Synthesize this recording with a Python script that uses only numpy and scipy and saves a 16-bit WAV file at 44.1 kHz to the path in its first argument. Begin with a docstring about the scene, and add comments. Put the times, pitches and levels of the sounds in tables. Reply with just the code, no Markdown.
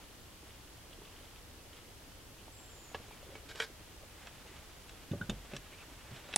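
"""At a camp kitchen in a forest, stew bubbles faintly in a cast-iron pot, and a cloth rustles and taps
at its wire handle. A far bird gives one thin whistle. At about 3 seconds the pot knocks and scrapes
on the stove grate, making the iron ring. It is carried over with its handle ticking, and just after
5 seconds it thumps onto a wooden table and rocks. Last, the handle falls on the rim with a sharp clack."""
import sys
import numpy as np
from scipy import signal
from scipy.fft import rfft, irfft, next_fast_len
from scipy.io import wavfile
from scipy.ndimage import uniform_filter1d

SR = 44100
rng = np.random.default_rng(int(sys.argv[2]) if len(sys.argv) > 2 else 0)


def persist_wave(psi):
    """Save psi, clipped to +-1, as 16-bit WAV."""
    counts = np.round(np.clip(psi, -1, 1) * 32767).astype(np.int16)
    wavfile.write(sys.argv[1], SR, np.atleast_2d(counts).T)


N = 281093
TIME = np.arange(N) / SR

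# The tone of steady noises. Each row: frequency in Hz, relative strength in dB.
AIR_SPECTRUM = [(12, -13), (20, -2.5), (77, 0), (182, -10), (293, -10.5), (527, -13.5), (590, -13),
                (698, -16), (802, -15.5), (1610, -18), (3070, -20.5), (4180, -20), (9670, -25),
                (11100, -25), (16000, -25.5)]
HISS_SPECTRUM = [(3000, -13), (9000, -4.5), (10000, -17), (10700, 2.5), (12000, -1.5), (13000, -5.5),
                 (16000, -2)]
CLOTH_SPECTRUM = [(100, -5), (400, 2.5), (900, 1.5), (1500, 1.5), (2400, 1), (3500, -2), (4500, -8.5),
                  (8000, -12), (14000, -52)]
# How alike the air is left and right. Each row: frequency in Hz, likeness (1 means the same).
AIR_LIKENESS = [(60, 0.86), (120, 0.87), (240, 0.64), (480, 0.64), (950, 0.45), (1890, 0.29),
                (3770, -0.081), (7520, 0.077), (15000, -0.28)]

# The larger bubbles. Each row: start in seconds, level in dB, pitch in Hz.
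BIG_PLOPS = [(0.491, -54, 473), (2.785, -49, 554), (3.325, -43, 535), (4.035, -44.5, 580)]
# Spits of fizz at the hot wall. Each row: start in seconds, level in dB.
SPITS = [(.5054, -62), (.925, -52.5), (1.0501, -56), (1.1619, -55.5), (1.20, -62), (1.36, -57),
         (1.7236, -57), (1.77, -64), (2.3816, -57)]
# One cloth swish for each move of the hands. Each row: middle and length in seconds, level in dB.
SWISHES = [(.03, 0.055, -61.5), (0.475, 0.093, -64), (1.17, .45, -64.5), (1.767, 0.089, -63),
           (3.077, 0.86, -63), (3.36, 0.13, -62), (4.233, 0.13, -56.5), (4.548, 0.53, -60.5),
           (5.55, 0.099, -54), (5.803, .12, -62), (6.15, 0.12, -56), (6.31, 0.15, -56)]
# Cloth pulling tight. Each row: middle in seconds, level in dB, length in seconds, pitch in Hz.
SQUEAKS = [(3.122, -56, 0.032, 2400), (5.735, -56.5, 0.049, 2370), (5.804, -58, 0.054, 2530)]
# Iron dragging on the grate. 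Each row: start and length in seconds, starting level in dB.
DRAGS = [(3.484, 0.029, -55.5), (3.547, 0.093, -57.5)]

# Single hits. Each row: start in seconds, level in dB, brightness in Hz (treble above it is softened).
CLOTH_TAPS = [(.43, -46, 700), (.985, -40, 410), (1.017, -44.5, 1600), (2.479, -48, 2000)]  # the cloth is put to the handle
GRATE_KNOCKS = [(2.9455, -31, 3680), (2.9497, -39, 5000), (3.3529, -42, 6000)]
POT_JOLTS = [(3.4906, -50, 6500), (3.5107, -46, 6500), (3.6003, -29.5, 8000), (3.6028, -31, 7000),
             (3.6085, -37, 7000), (3.6190, -39, 9000), (3.6220, -35.5, 11000)]  # the pot is dragged off and jolts on its handle
BELLY_BOOMS = [(5.1335, -36.5, 840), (5.2150, -56, 1200), (5.2930, -41.5, 540), (5.5340, -45.5, 2000)]  # the full pot settles
BASE_CLINKS = [(5.2130, -33.5, 2200), (5.2200, -37, 1810), (5.2965, -48, 4000)]  # its bottom touches down as it rocks
FOOT_CLACKS = [(5.1159, -45.5, 3970), (5.2137, -49, 4000), (5.2962, -34, 10000), (5.2985, -38, 9000)]  # its foot meets the table
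HANDLE_FALL = [(6.3606, -17, 10000)]
# Bouncing hits. Each row: start in seconds, level in dB, brightness in Hz, bounce gap in seconds.
TABLE_THUMPS = [(5.1135, -30.5, 380, 0.01), (5.1465, -41, 500, .012), (5.2035, -36, 320, .0095),
                (5.2915, -31, 480, .0235), (5.5325, -38.5, 990, 0.012), (6.1120, -43.5, 250, .008)]
HANDLE_TICKS = [(3.5564, -43, 11000, .0015), (4.2708, -40, 4480, .0012), (4.8934, -44.5, 8000, 0.0026),
                (5.5354, -36, 3200, 0.01), (5.5648, -34.5, 10000, 0.0023), (6.1620, -43, 4000, 0.0068),
                (6.3280, -37, 3500, .004), (6.3378, -26.5, 3220, .0015)]
# The falling handle's first touch: a dull push and a bright pulse.
# Each row: start in seconds, peak in dB, lower and upper band edge in Hz.
HANDLE_SNAP = [(6.3605, -18, 330, 3600), (6.3604, -6, 6630, 10160)]

# Modes are the tones a thing rings with when hit.
# Each row: pitch in Hz, relative strength in dB, seconds to fade by 60 dB (called t60).
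TAP_MODES = [(300, -8, 0.047), (410, -2, 0.019), (720, -3, 0.018), (910, -5, 0.035), (1050, -11, .02)]
GRATE_MODES = [(78, -11, 0.25), (125, -8, 0.2), (315, -18, 0.12), (430, -3, 0.053), (580, -3.5, 0.075),
               (780, -1.5, 0.037), (940, 0, 0.017), (1147, -14, 0.099), (1687, -1, 0.038),
               (2260, -3.5, 0.063), (2640, -7.5, 0.049), (2820, -7, 0.039), (3090, -5, 0.036),
               (4650, -26, .03)]
POT_MODES = [(445, -6, 0.15), (608, -0.5, 0.034), (930, -13, 0.083), (1120, -16, 0.086), (1490, -2, 0.061),
             (1556, -0.5, 0.072), (1621, -1, 0.064), (1725, -2, 0.043), (1900, -2.5, .045),
             (2225, -4, 0.077), (2277, 2.5, 0.025), (2410, 0, 0.043), (2540, -7, 0.032), (2940, -7, 0.072),
             (3100, 0, 0.054), (3300, -1, 0.038), (3760, -3, 0.049), (4040, -14, .045), (4480, -20, .05),
             (4700, -6, .045), (5750, -7, 0.035), (6540, -14, .05), (7400, -13, .04), (8120, -12, .06),
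             (10700, -15, 0.044), (11300, -8.5, .05)]
TABLE_MODES = [(46.9, -14.5, 1), (97.4, -9, 0.26), (133, 2, 0.06), (163, -1, 0.09), (204.3, 1.5, 0.1),
               (274, -1, 0.093), (326, -4, 0.056), (393, -8, 0.053)]
BELLY_MODES = [(390, -3, 0.1), (571, -0.5, 0.11), (660, -19, .05), (820, -12, 0.052), (1170, -14, .06)]
BASE_MODES = [(1472, -0.5, 0.075), (1590, -4.5, 0.046), (1180, -20, .04), (3580, -16, 0.11)]
FOOT_MODES = [(1480, -8, 0.17), (1950, -18, .03), (2620, -8, .05), (2900, -5, .045), (3090, -2.5, 0.042),
              (3583, 3, 0.055), (3760, -5, 0.048), (6270, 0, 0.032), (6900, 2, 0.021), (7500, -13, .02),
              (9900, -17, 0.023)]
LUG_MODES = [(516, -7.5, 0.0098), (840, -14, 0.023), (1460, -13, 0.022), (1680, -5.5, 0.028),
             (2070, -8, 0.023), (2630, 3.5, 0.012), (2970, 2, 0.008), (3350, 2.5, 0.011), (3800, -5, 0.034),
             (4090, -10, .02), (5640, 1, 0.016), (6500, -12, .02), (7750, -4, 0.018), (9050, -11, .015)]  # lugs are the loops that hold the handle
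HANDLE_MODES = [(186, -2, 0.039), (640, 7, .014), (830, 7.5, 0.018), (1230, -19, 0.0097),
                (1630, -11, 0.013), (2230, -3, 0.022), (2670, -17, .015), (3480, 5, 0.017),
                (4180, -3, .018), (4940, 4, 0.018), (5100, 1, 0.016), (5870, 0, 0.027), (6340, -9, 0.025),
                (7100, 2, 0.023), (7800, -10, 0.029), (8140, 12, 0.024), (9100, -5, .014),
                (10000, 11, 0.025)]
# A hit's crack is a short wash of crowded overtones. Each row: frequency in Hz, relative strength in dB.
IRON_CRACK = [(100, -11), (450, 1.5), (1000, 3), (2000, 0), (3300, 1), (4500, -3), (7500, -7.5),
              (11000, -12.5), (15000, -6)]
WOOD_CRACK = [(40, -23), (120, 11.5), (300, -7), (600, -4.5), (1000, -9), (4000, -32), (12000, -45)]
POT_CRACK = [(100, -18), (450, -2), (1150, -13), (1560, 16.5), (1950, 2), (2350, 7), (2700, -1), (3200, 10),
             (3600, -6), (7500, -9), (9500, -20), (11200, -6), (12000, -24), (15000, -32)]


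def from_db(db):
    """Turn decibels into a number to multiply by."""
    return 10 ** (np.asarray(db) / 20)


def unit_power(x):
    """Scale a sound so its average power is one."""
    return x / np.sqrt(np.mean(x ** 2) + 1e-20)


def at_hz(points, hz):
    """Read between the rows of a table, giving each octave equal room."""
    known_hz, values = np.transpose(points)
    return np.interp(np.log(hz + 1e-6), np.log(known_hz), values)


def noise(spectrum, size):
    """Noise with the given tone, at power one."""
    padded = next_fast_len(size)
    hz = np.fft.rfftfreq(padded, 1 / SR)
    phases = np.exp(2j * np.pi * rng.random(len(hz)))
    return unit_power(irfft(phases * from_db(at_hz(spectrum, hz)), padded)[:size])


def drift(per_s):
    """A random wander that heads for a new value per_s times a second."""
    points = rng.standard_normal(4096)
    return unit_power(np.interp(TIME * per_s, np.arange(len(points)), points))


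def clicks(per_s, spread_db):
    """Random clicks of uneven size."""
    sizes = from_db(spread_db * np.minimum(rng.exponential(1, N), 4)) * rng.choice([-1, 1], N)
    return sizes * (rng.random(N) < per_s / SR)


def fade(t, t60):
    """Die away by 60 dB every t60 seconds."""
    return np.exp(-np.log(1000) * t / t60)


def swell(middle, length):
    """Rise and fall smoothly around a moment."""
    return np.exp(-(2 * (TIME - middle) / length) ** 2)


def held(start, length, attack_s, release_t60):
    """Rise, hold, then die away."""
    rise = np.clip((TIME - start) / attack_s, 0, 1)
    return rise * fade(np.maximum(TIME - start - length, 0), release_t60)


def soften(x, above_hz, order=2):
    """Turn down the treble; a higher order cuts more steeply."""
    return signal.sosfilt(signal.butter(order, above_hz, fs=SR, output="sos"), x)


def add(track, start, sound):
    """Mix a sound into a track at a start time in seconds."""
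    first = min(round(start * SR), N - 1)
    track[first:first + len(sound)] += sound[:N - first]


def forest_air(air_db, drone_db, drone_hz):
    """Steady air, most alike on both sides in the bass, with a far low drone."""
    size = next_fast_len(N)
    hz = np.fft.rfftfreq(size, 1 / SR)
    alike = at_hz(AIR_LIKENESS, hz)
    mid, side = rfft(rng.standard_normal((2, size)))
    stereo = np.sqrt(1 + alike) * mid + np.sqrt(1 - alike) * side * np.array([[1], [-1]])
    air = unit_power(irfft(stereo * from_db(at_hz(AIR_SPECTRUM, hz)), size)[:, :N])
    phase = 2 * np.pi * drone_hz * TIME
    drone = unit_power(drift(9) * np.sin(phase) + drift(15) * np.cos(phase))
    return from_db(air_db) * air + from_db(drone_db) * drone


def tree_echo(x, t60, dull_hz):
    """Trunks scatter a dull, dying echo, different on each side."""
    t = TIME[:SR // 2]
    scatter = rng.standard_normal((2, len(t))) * fade(t, t60) * (t > .008)
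    scatter /= np.linalg.norm(scatter, axis=1, keepdims=True)
    mid, side = soften(scatter, dull_hz, order=1)
    return signal.fftconvolve(x[None], mid + 0.17 * side * np.array([[1], [-1]]), axes=1)[:, :N]


def stereo_spread(x, t60, size=2048):
    """A very short scatter, opposite on the left and right, widens the close sounds."""
    scatter = rng.standard_normal(size) * fade(TIME[:size], t60)
    return signal.oaconvolve(x, scatter / np.linalg.norm(scatter))[:N] * np.array([[1], [-1]])


def bird(start=2.509, length=0.4, notes_from_s=2.7, note_s=0.042):
    """A thin, raspy whistle swoops in, sags and breaks into falling notes, blurred by the trees."""
    age = np.clip(TIME - start, 0, 2 * length)
    through_note = np.maximum(TIME - notes_from_s, 0) / note_s % 1
    swoop_hz = 1590 * np.exp(-age / .014)
    sag_hz = 435 * (age / length) ** 2
    slur_hz = 420 * (through_note - .5)
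    hz = 7310 + swoop_hz - sag_hz - slur_hz
    hz *= 1 + 0.0126 * drift(700)  # a fast waver makes the rasp
    level = from_db(-63) * held(start, length, attack_s=0.017, release_t60=.22)
    whistle = level * np.sin(2 * np.pi * np.cumsum(hz) / SR)
    return whistle + from_db(-1) * tree_echo(whistle, t60=0.46, dull_hz=12000)


def bubble(hz, cycles):
    """A bursting bubble rings, fading by 60 dB over the given number of cycles."""
    t = TIME[:2048]
    return np.sin(2 * np.pi * hz * t) * fade(t, cycles / hz)


def bubbling(per_s, low_hz, high_hz, cycles, sizes=10):
    """Bubbles of mixed sizes burst at random, each size with its own pitch."""
    bursts = clicks(per_s, spread_db=3.5)
    size_of_burst = rng.integers(0, sizes, N)
    return unit_power(sum(signal.oaconvolve(bursts * (size_of_burst == k), bubble(hz, cycles))[:N]
                          for k, hz in enumerate(np.geomspace(low_hz, high_hz, sizes))))


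def stew(plops_db, fizz_db):
    """Thick plops in the middle of the pot, fine fizz and spits at its hot wall."""
    tilt_db = 6 * swell(middle=3.2, length=1)  # the plops grow louder as the pot tilts
    fizz_level = np.full(N, from_db(fizz_db))
    for start, db in SPITS:
        add(fizz_level, start, from_db(db) * fade(TIME[:SR // 2], t60=0.096))
    fizz_level = uniform_filter1d(fizz_level, size=400)  # each spit swells softly
    plops = bubbling(per_s=130, low_hz=276, high_hz=1005, cycles=16.5)
    fizz = bubbling(per_s=900, low_hz=2740, high_hz=3480, cycles=18)
    out = from_db(plops_db + tilt_db) * plops + fizz_level * fizz
    for start, db, hz in BIG_PLOPS:
        add(out, start, from_db(db) * bubble(hz, cycles=18))
    return out


def cloth(grip_s, flutter_db, squeak_width_hz):
    """Fibres rub unevenly as the hands move; pulled tight, they stick and slip near one pitch."""
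    # Once the handle is gripped, the sleeves rub more and more as the arms swing wider.
    sleeves_db = np.where(TIME < grip_s, -81, -72.5 + 3.5 * (TIME - grip_s))
    swish_power = sum((from_db(db) * swell(middle, length)) ** 2 for middle, length, db in SWISHES)
    level = np.sqrt(from_db(sleeves_db) ** 2 + swish_power)
    out = level * from_db(flutter_db * drift(90)) * noise(CLOTH_SPECTRUM, N)
    for middle, db, length, hz in SQUEAKS:
        narrow_band = signal.iirpeak(hz, hz / squeak_width_hz, fs=SR)
        squeak = unit_power(signal.lfilter(*narrow_band, rng.standard_normal(N)))
        out += from_db(db) * swell(middle, length) * squeak
    return out


def ringing(modes, t, spread_db=3):
    """The fading tones of one blow; the spot that is hit varies their strengths."""
    hz, db, t60 = np.transpose(modes)[:, :, None]
    gain = from_db(db + spread_db * rng.standard_normal(db.shape))
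    signs = (-1) ** np.arange(len(hz))[:, None]
    tones = signs * gain * np.sin(2 * np.pi * hz * t) * fade(t, t60)
    return np.sum(tones, axis=0) / np.sqrt(np.sum(gain ** 2) / 2)


def struck(hits, modes, crack, crack_db, crack_t60, size=16384):
    """Each hit sets off ringing tones and a brief crack; a soft hit loses the treble."""
    out, t = np.zeros(N), TIME[:size]
    for start, db, bright_hz in hits:
        blow = ringing(modes, t)
        blow += from_db(crack_db) * noise(crack, size) * fade(t, crack_t60)
        add(out, start, from_db(db) * soften(blow, bright_hz))
    return out


def bouncing(hits, loss_db, count):
    """Each hit becomes a short run of ever weaker hits."""
    return [(start + k * gap, db - k * loss_db, bright_hz)
            for start, db, bright_hz, gap in hits for k in range(count)]


def handle_snap():
    """Wire meeting iron gives a very short pulse."""
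    out = np.zeros(N)
    for start, db, low_hz, high_hz in HANDLE_SNAP:
        band = signal.butter(4, [low_hz, high_hz], "band", fs=SR, output="sos")
        pulse = signal.sosfilt(band, signal.unit_impulse(2048))
        add(out, start, from_db(db) * pulse / np.max(np.abs(pulse)))
    return out


def wire_handle():
    """The handle taps as the cloth meets it, chatters in its lugs, then falls on the rim."""
    taps = struck(CLOTH_TAPS, TAP_MODES, IRON_CRACK, crack_db=-1, crack_t60=0.019)
    ticks = bouncing(HANDLE_TICKS, loss_db=4.5, count=3)
    chatter = struck(ticks, LUG_MODES, IRON_CRACK, crack_db=-8.5, crack_t60=0.026)
    fall = struck(HANDLE_FALL, HANDLE_MODES, IRON_CRACK, crack_db=-4, crack_t60=0.02)
    return taps + chatter + fall + handle_snap()


def pot_scrape(rasp_db, rise_db_per_s, size=4096):
    """Dragging iron catches in many tiny, soft slips that ring the pot, with a gritty rasp."""
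    pressure, t = np.zeros(N), TIME[:size]
    for start, length, db in DRAGS:  # each bites, presses harder, then dies as the pot comes free
        rise_db = rise_db_per_s * np.clip(TIME - start, 0, length)
        pressure += from_db(db + rise_db) * held(start, length, attack_s=.006, release_t60=.1)
    rings = signal.fftconvolve(clicks(per_s=1700, spread_db=2), ringing(POT_MODES, t))[:N]
    grit = clicks(per_s=2500, spread_db=2)
    rasp = signal.fftconvolve(grit, noise(IRON_CRACK, size) * fade(t, t60=0.0035))[:N]
    return pressure * soften(unit_power(rings) + from_db(rasp_db) * unit_power(rasp), above_hz=9000)


def pot_lift():
    """The pot knocks the grate, scrapes off it and jolts on its handle."""
    knocks = struck(GRATE_KNOCKS, GRATE_MODES, IRON_CRACK, crack_db=-8.5, crack_t60=0.074)
    jolts = struck(POT_JOLTS, POT_MODES, POT_CRACK, crack_db=-0.5, crack_t60=0.034)
    return knocks + jolts + pot_scrape(rasp_db=2, rise_db_per_s=125)


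def pot_landing():
    """The pot's weight thumps the planks; its belly booms, its base clinks and its foot clacks."""
    thumps = bouncing(TABLE_THUMPS, loss_db=6.5, count=2)
    planks = struck(thumps, TABLE_MODES, WOOD_CRACK, crack_db=-5.5, crack_t60=0.21)
    belly = struck(BELLY_BOOMS, BELLY_MODES, WOOD_CRACK, crack_db=-20, crack_t60=0.046)
    base = struck(BASE_CLINKS, BASE_MODES, IRON_CRACK, crack_db=-26, crack_t60=0.044)
    foot = struck(FOOT_CLACKS, FOOT_MODES, IRON_CRACK, crack_db=-3.5, crack_t60=0.052)
    return planks + belly + base + foot


def scene():
    """The pot and the hands are close and central; the forest is all round."""
    near = pot_lift() + pot_landing() + wire_handle()
    near += stew(plops_db=-67, fizz_db=-68)
    near += cloth(grip_s=2.55, flutter_db=2, squeak_width_hz=270)
    echo = from_db(-24) * tree_echo(near, t60=0.52, dull_hz=3000)
    width = from_db(-20.5) * stereo_spread(near, t60=0.01)
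    return near + echo + width + bird() + forest_air(air_db=-54, drone_db=-69.5, drone_hz=42.5)


def record(dry, cutoff_hz=15800):
    """The microphone softens the highest treble and adds faint hiss; the very top is cut steeply."""
    soft = soften(dry, above_hz=13000, order=3)
    hiss = from_db(-65) * np.array([noise(HISS_SPECTRUM, N), noise(HISS_SPECTRUM, N)])
    steep_cut = signal.ellip(12, .1, 70, cutoff_hz, fs=SR, output="sos")
    return signal.sosfilt(steep_cut, soft + hiss)


dry = scene()
out = record(dry)
persist_wave(out)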